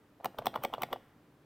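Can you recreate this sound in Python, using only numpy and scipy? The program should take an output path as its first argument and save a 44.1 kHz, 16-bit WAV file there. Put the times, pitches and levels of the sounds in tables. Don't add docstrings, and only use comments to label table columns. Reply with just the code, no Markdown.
import sys
import numpy as np
from scipy import signal
from scipy.fft import rfft, irfft
from scipy.io import wavfile
from scipy.ndimage import uniform_filter1d

SR = 44100
rng = np.random.default_rng(int(sys.argv[2]) if len(sys.argv) > 2 else 0)


def wav_record(signal):
    frames = np.transpose(np.atleast_2d(signal))
    bounded = np.clip(frames, -1, 1)
    quanta = np.round(bounded * 32767).astype(np.int16)
    wavfile.write(sys.argv[1], SR, quanta)


N = 63945
T = np.arange(N) / SR
LOG_FREQS = np.log(np.maximum(np.fft.rfftfreq(N, 1 / SR), 1))


def undb(db):
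    return 10 ** (np.asarray(db) / 20)


def fade(t60_s, hold_s=0):
    return np.exp(-np.log(1000) * np.maximum(T - hold_s, 0) / t60_s)


def rise(attack_s):
    return 1 - np.exp(-T / attack_s)


def ring(hz, t60_s):
    return np.sin(2 * np.pi * hz * T) * fade(t60_s)


def coloured(x, curve):
    hz, db = np.array(curve).T
    return irfft(rfft(x) * undb(np.interp(LOG_FREQS, np.log(hz), db)), N)


def noise(curve):
    y = coloured(rng.standard_normal(N), curve)
    return y / y.std()


def low_cut(x, hz):
    return signal.sosfilt(signal.butter(2, hz, "high", fs=SR, output="sos"), x)


def add(out, start_s, sound):
    i = int(start_s * SR)
    out[i:] += sound[:N - i]


def lead_in(out, end_s, sound, t60_s):
    i = int(end_s * SR)
    out[:i] += sound[:i] * fade(t60_s)[:i][::-1]


# freq_hz, gain_db
AIR_EQ = [(15, -43), (25, -23.5), (76, -9.5), (127, -5), (175, -6.5), (263, -7), (301, -6.5), (427, -11.5),
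          (575, -13.5), (936, -17.5), (1330, -19.5), (6380, -38.5), (12500, -40.5), (14000, -36),
          (16000, -43)]
# pitch_hz, level_db
HUM_TONES = [(140, -78.5), (296, -73.5), (425, -80)]

def room_tone():
    hum = sum(undb(db) * np.sqrt(2) * np.sin(2 * np.pi * (hz * T + rng.random())) for hz, db in HUM_TONES)
    return undb(-64.5) * noise(AIR_EQ) + hum


# end_s, rub_db, swell_t60_s, squeak_db
STROKES = [(0.248, -53.5, 0.12, -54), (0.389, -41.5, 0.061, -60), (0.461, -45.5, 0.12, -54),
           (0.557, -38.5, 0.043, -54), (0.64, -51, 0.36, -39.5), (0.736, -47.5, 0.073, -57),
           (0.822, -46, 0.21, -72), (0.932, -41, 0.11, -55)]
# freq_hz, gain_db
RUB_EQ = [(100, -7.5), (400, 5.5), (750, 6.5), (1150, 2.5), (1700, -17), (3300, -16), (6000, -43),
          (11000, -38), (14000, -29), (16000, -33)]
SQUEAK_EQ = [(1500, -21), (2600, -30), (2980, 10), (3400, -10), (6000, -27), (11000, -28), (14000, -5),
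             (16000, -13)]

def plunger_slides():
    out = np.zeros(N)
    grain_s, roughness_db = 0.002, 2.5
    grain = uniform_filter1d(rng.standard_normal(N), int(grain_s * SR))
    rub = noise(RUB_EQ) * undb(roughness_db * grain / grain.std())
    squeak = noise(SQUEAK_EQ)
    for end_s, rub_db, swell_t60_s, squeak_db in STROKES:
        lead_in(out, end_s, undb(rub_db) * rub, swell_t60_s)
        lead_in(out, end_s, undb(squeak_db) * squeak, t60_s=0.034)
    return out


# start_s, level_db, pitch_hz
HOLLOW_NOTES = [(.2005, -46.5, 660), (.208, -45.5, 730), (0.238, -52, 734), (.2485, -36.5, 710),
                (.2525, -34.5, 663), (.2625, -44.5, 840), (0.3448, -45.5, 656), (.3900, -30.5, 609),
                (0.3949, -46, 610), (0.417, -43, 815), (.4210, -36, 680), (.464, -35.5, 740),
                (.534, -42.5, 635), (0.542, -34.5, 810), (.5622, -30, 630), (0.623, -43, 1040),
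                (0.6397, -32, 648), (0.6432, -29, 597), (.6520, -28.5, 574), (.7000, -46, 665),
                (.7300, -35.5, 836), (.7445, -33.5, 701), (0.781, -32, 640), (0.807, -53, 780),
                (.816, -38, 750), (.826, -38, 650), (.8365, -37.5, 560), (0.887, -46.5, 704),
                (.925, -42.5, 828), (0.9337, -27, 609), (.9598, -35, 747)]
# pitch_ratio, gain_db, t60_s
HOLLOW_MODES = [(.68, -12, 0.044), (1, 6.5, 0.016), (1.5, -6, 0.016)]
# freq_hz, gain_db
TICK_EQ = [(400, -3), (1100, 1.5), (1800, -7), (4000, -17), (8000, -36), (15000, -37)]

def hollow_tones():
    out = np.zeros(N)
    for start_s, level_db, pitch_hz in HOLLOW_NOTES:
        body = sum((-1) ** k * undb(db) * ring(pitch_hz * ratio, t60_s)
                   for k, (ratio, db, t60_s) in enumerate(HOLLOW_MODES))
        tick = undb(-12) * noise(TICK_EQ) * fade(t60_s=0.026)
        add(out, start_s, undb(level_db) * (body + tick) * rise(attack_s=0.00069))
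    return out


# pitch_hz, t60_s, snap_db, bottom_db, release_db
BODY_MODES = [(229, 0.04, 7.5, -14, -19.5), (486, 0.031, 4.5, -7, -10), (556, .024, 1, -11.5, -20),
              (816.4, 0.021, 18, 7, -2.5), (975, .02, 8, -0.5, -0.5), (1188, 0.018, 23, -0.5, 2),
              (1498, .018, 16, -11, -9), (2076, 0.011, 2, -10, -9.5), (2440, 0.013, -20, -1.5, -18),
              (3127, 0.021, 16.5, -19, -13), (3610, 0.013, -18, -7.5, -10), (3970, 0.013, 8.5, -5.5, -19.5)]
# pitch_hz, gain_db, t60_s
SPRING_MODES = [(4320, -9, 0.007), (5700, -8.5, .012), (6100, -13, 0.0074), (8200, -22, 0.021),
                (13700, 0, 0.011), (13600, -6, 0.0067), (14100, -5, .012), (15300, -3.5, 0.0096),
                (15300, -8, 0.012)]

def clicks(hits, drive, crack_eq, crack_t60_s, spring_db, scrape=False):
    out = np.zeros(N)
    mid_hz, high_hz, spring_lag_s = 1700, 2650, 0.001
    column = ("snap", "bottom", "release").index(drive)
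    spring = undb(spring_db) * sum(undb(db) * ring(hz, t60_s) for hz, db, t60_s in SPRING_MODES)
    for start_s, ring_db, pitch_ratio, mid_db, high_db, crack_db in hits:
        body = np.zeros(N)
        for k, (hz, t60_s, *drive_db) in enumerate(BODY_MODES):
            band_db = high_db if hz > high_hz else mid_db if hz > mid_hz else 0
            body += (-1) ** k * undb(drive_db[column] + band_db) * ring(hz * pitch_ratio, t60_s)
        grit = undb(crack_db) * noise(crack_eq)
        crack = grit * fade(crack_t60_s, hold_s=0.0018) * rise(attack_s=0.00014)
        add(out, start_s, undb(ring_db) * body * rise(attack_s=0.00079) + crack)
        add(out, start_s + spring_lag_s, undb(crack_db) * spring)
        if scrape:
            lead_in(out, start_s, undb(-1) * grit, t60_s=0.006)
    return out


# start_s, ring_db, pitch_ratio, mid_db, high_db, crack_db
SNAP_HITS = [(.2450, -49.5, 0.87, 7, -8, -40), (.4571, -50.5, 0.83, -11, -17, -37),
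             (.6361, -49, .98, 11, -11, -37), (.8196, -49, 0.966, 0, 1.5, -37.5)]
# freq_hz, gain_db
SNAP_EQ = [(300, -2), (1500, 1.5), (2500, 7.5), (4600, -15), (6200, -3), (6900, -13.5), (8200, -6),
           (9300, -6.5), (10300, -26), (11800, -9), (13000, 1.5), (15300, -4), (16500, -20)]

def switch_snaps():
    return clicks(SNAP_HITS, "snap", SNAP_EQ, crack_t60_s=0.019, spring_db=1.5)


# start_s, ring_db, pitch_ratio, mid_db, high_db, crack_db
BOTTOM_HITS = [(.2565, -24.5, 0.9, -3.5, -2.5, -37), (.4678, -21, 0.9, -12, 1, -32),
               (.6487, -26.5, 0.912, 5.5, 0.5, -35.5), (.8330, -26.5, 0.886, 6.5, -1, -35)]
# freq_hz, gain_db
STOP_EQ = [(300, -36), (1500, 8), (2600, 5.5), (4000, 5.5), (5700, -2), (7000, -12), (8200, -3),
           (10000, -14), (11000, -5), (11800, -18), (13100, 7.5), (14200, -5), (15500, -14), (16500, -38)]

def plunger_bottoms():
    return clicks(BOTTOM_HITS, "bottom", STOP_EQ, crack_t60_s=0.0097, spring_db=-6.5, scrape=True)


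# start_s, level_db
THUMP_HITS = [(0.261, -43.5), (0.396, -37.5), (0.474, -36.5), (0.585, -37), (0.783, -42), (0.828, -38.5),
              (0.868, -42.5), (0.956, -52)]

def box_thumps():
    out = np.zeros(N)
    thump = ring(hz=128.4, t60_s=0.063) * rise(attack_s=0.0067)
    for start_s, level_db in THUMP_HITS:
        add(out, start_s, undb(level_db) * thump)
    return out


# start_s, ring_db, pitch_ratio, mid_db, high_db, crack_db
RELEASE_HITS = [(.3856, -28.5, 1.0, -26, 4.5, -46.5), (.5578, -22, 0.93, -1, -3.5, -48.5),
                (.7373, -24.5, 0.92, -3, 5.5, -50), (.9286, -25, 0.94, 6, 7, -44.5)]

def plunger_releases():
    return clicks(RELEASE_HITS, "release", STOP_EQ, crack_t60_s=0.033, spring_db=-2, scrape=True)


# start_s, ring_db, pitch_ratio, mid_db, high_db, crack_db
REBOUND_HITS = [(.3985, -64, 0.84, -6, 12, -76), (.4805, -53.5, 1.07, 2, 21, -51.5),
                (.5403, -35, 1.07, 5.5, -8, -58), (.5738, -37.5, 0.928, 7, -8, -64),
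                (.7475, -40.5, 1.15, 9, -4, -56)]
# freq_hz, gain_db
REBOUND_EQ = [(500, 0), (4000, 4), (7000, -20), (15000, -17)]

def plunger_rebounds():
    return clicks(REBOUND_HITS, "release", REBOUND_EQ, crack_t60_s=0.033, spring_db=-8)


# freq_hz, gain_db
SEND_EQ = [(200, -2), (500, -0.5), (800, -1), (1200, -1), (1700, 6.5), (2200, -3), (2650, 2.5), (3350, 0.5),
           (4500, 1), (7000, 1.5), (11000, 3.5), (13100, -4.5), (15500, -3)]
# band_hz, level_db, t60_s
TAIL_BANDS = [(131, -4.5, 1), (346, -6.5, 0.19), (747, -26.5, 1), (2020, -20, 0.99), (3600, -20, 0.45),
              (7140, -20.5, 1), (14200, -20, 0.98)]

def room_reverb(x):
    def decay(t60_s, predelay_s=0.006):
        envelope = fade(t60_s) * (T > predelay_s)
        return envelope / np.linalg.norm(envelope)

    band_hz, level_db, t60_s = np.array(TAIL_BANDS).T
    white = rfft(rng.standard_normal(N))
    response = undb(-18) * low_cut(rng.standard_normal(N) * decay(t60_s=0.13), hz=650)
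    for k, solo in enumerate(np.eye(len(band_hz))):
        band = irfft(white * np.interp(LOG_FREQS, np.log(band_hz), solo), N)
        response += undb(level_db[k]) * band * decay(t60_s[k])
    return signal.fftconvolve(coloured(x, SEND_EQ), response)[:N]


# freq_hz, gain_db
PORT_EQ = [(100, -51), (700, -72), (1400, -75), (3000, -36), (6000, -55), (14000, -42)]
# freq_hz, gain_db
SIDE_AIR_EQ = [(15, -44), (25, -14), (195, -4), (439, -6), (1400, -9.5), (2690, -12), (3720, -17),
               (13200, -33), (16000, -30)]

def scene():
    hard = switch_snaps() + plunger_bottoms() + plunger_releases() + plunger_rebounds()
    button = low_cut(hard, hz=106)
    button += hollow_tones() + box_thumps() + plunger_slides()
    mid = button + room_reverb(button) + room_tone()
    side = coloured(signal.hilbert(button).imag, PORT_EQ)
    side += 0.01 * room_reverb(button) + undb(-80) * noise(SIDE_AIR_EQ)
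    return np.array([mid + side, mid - side])


def record(dry):
    top_hz = 16200
    return signal.sosfilt(signal.ellip(8, .2, 70, top_hz, fs=SR, output="sos"), dry)


dry = scene()
out = record(dry)
wav_record(out)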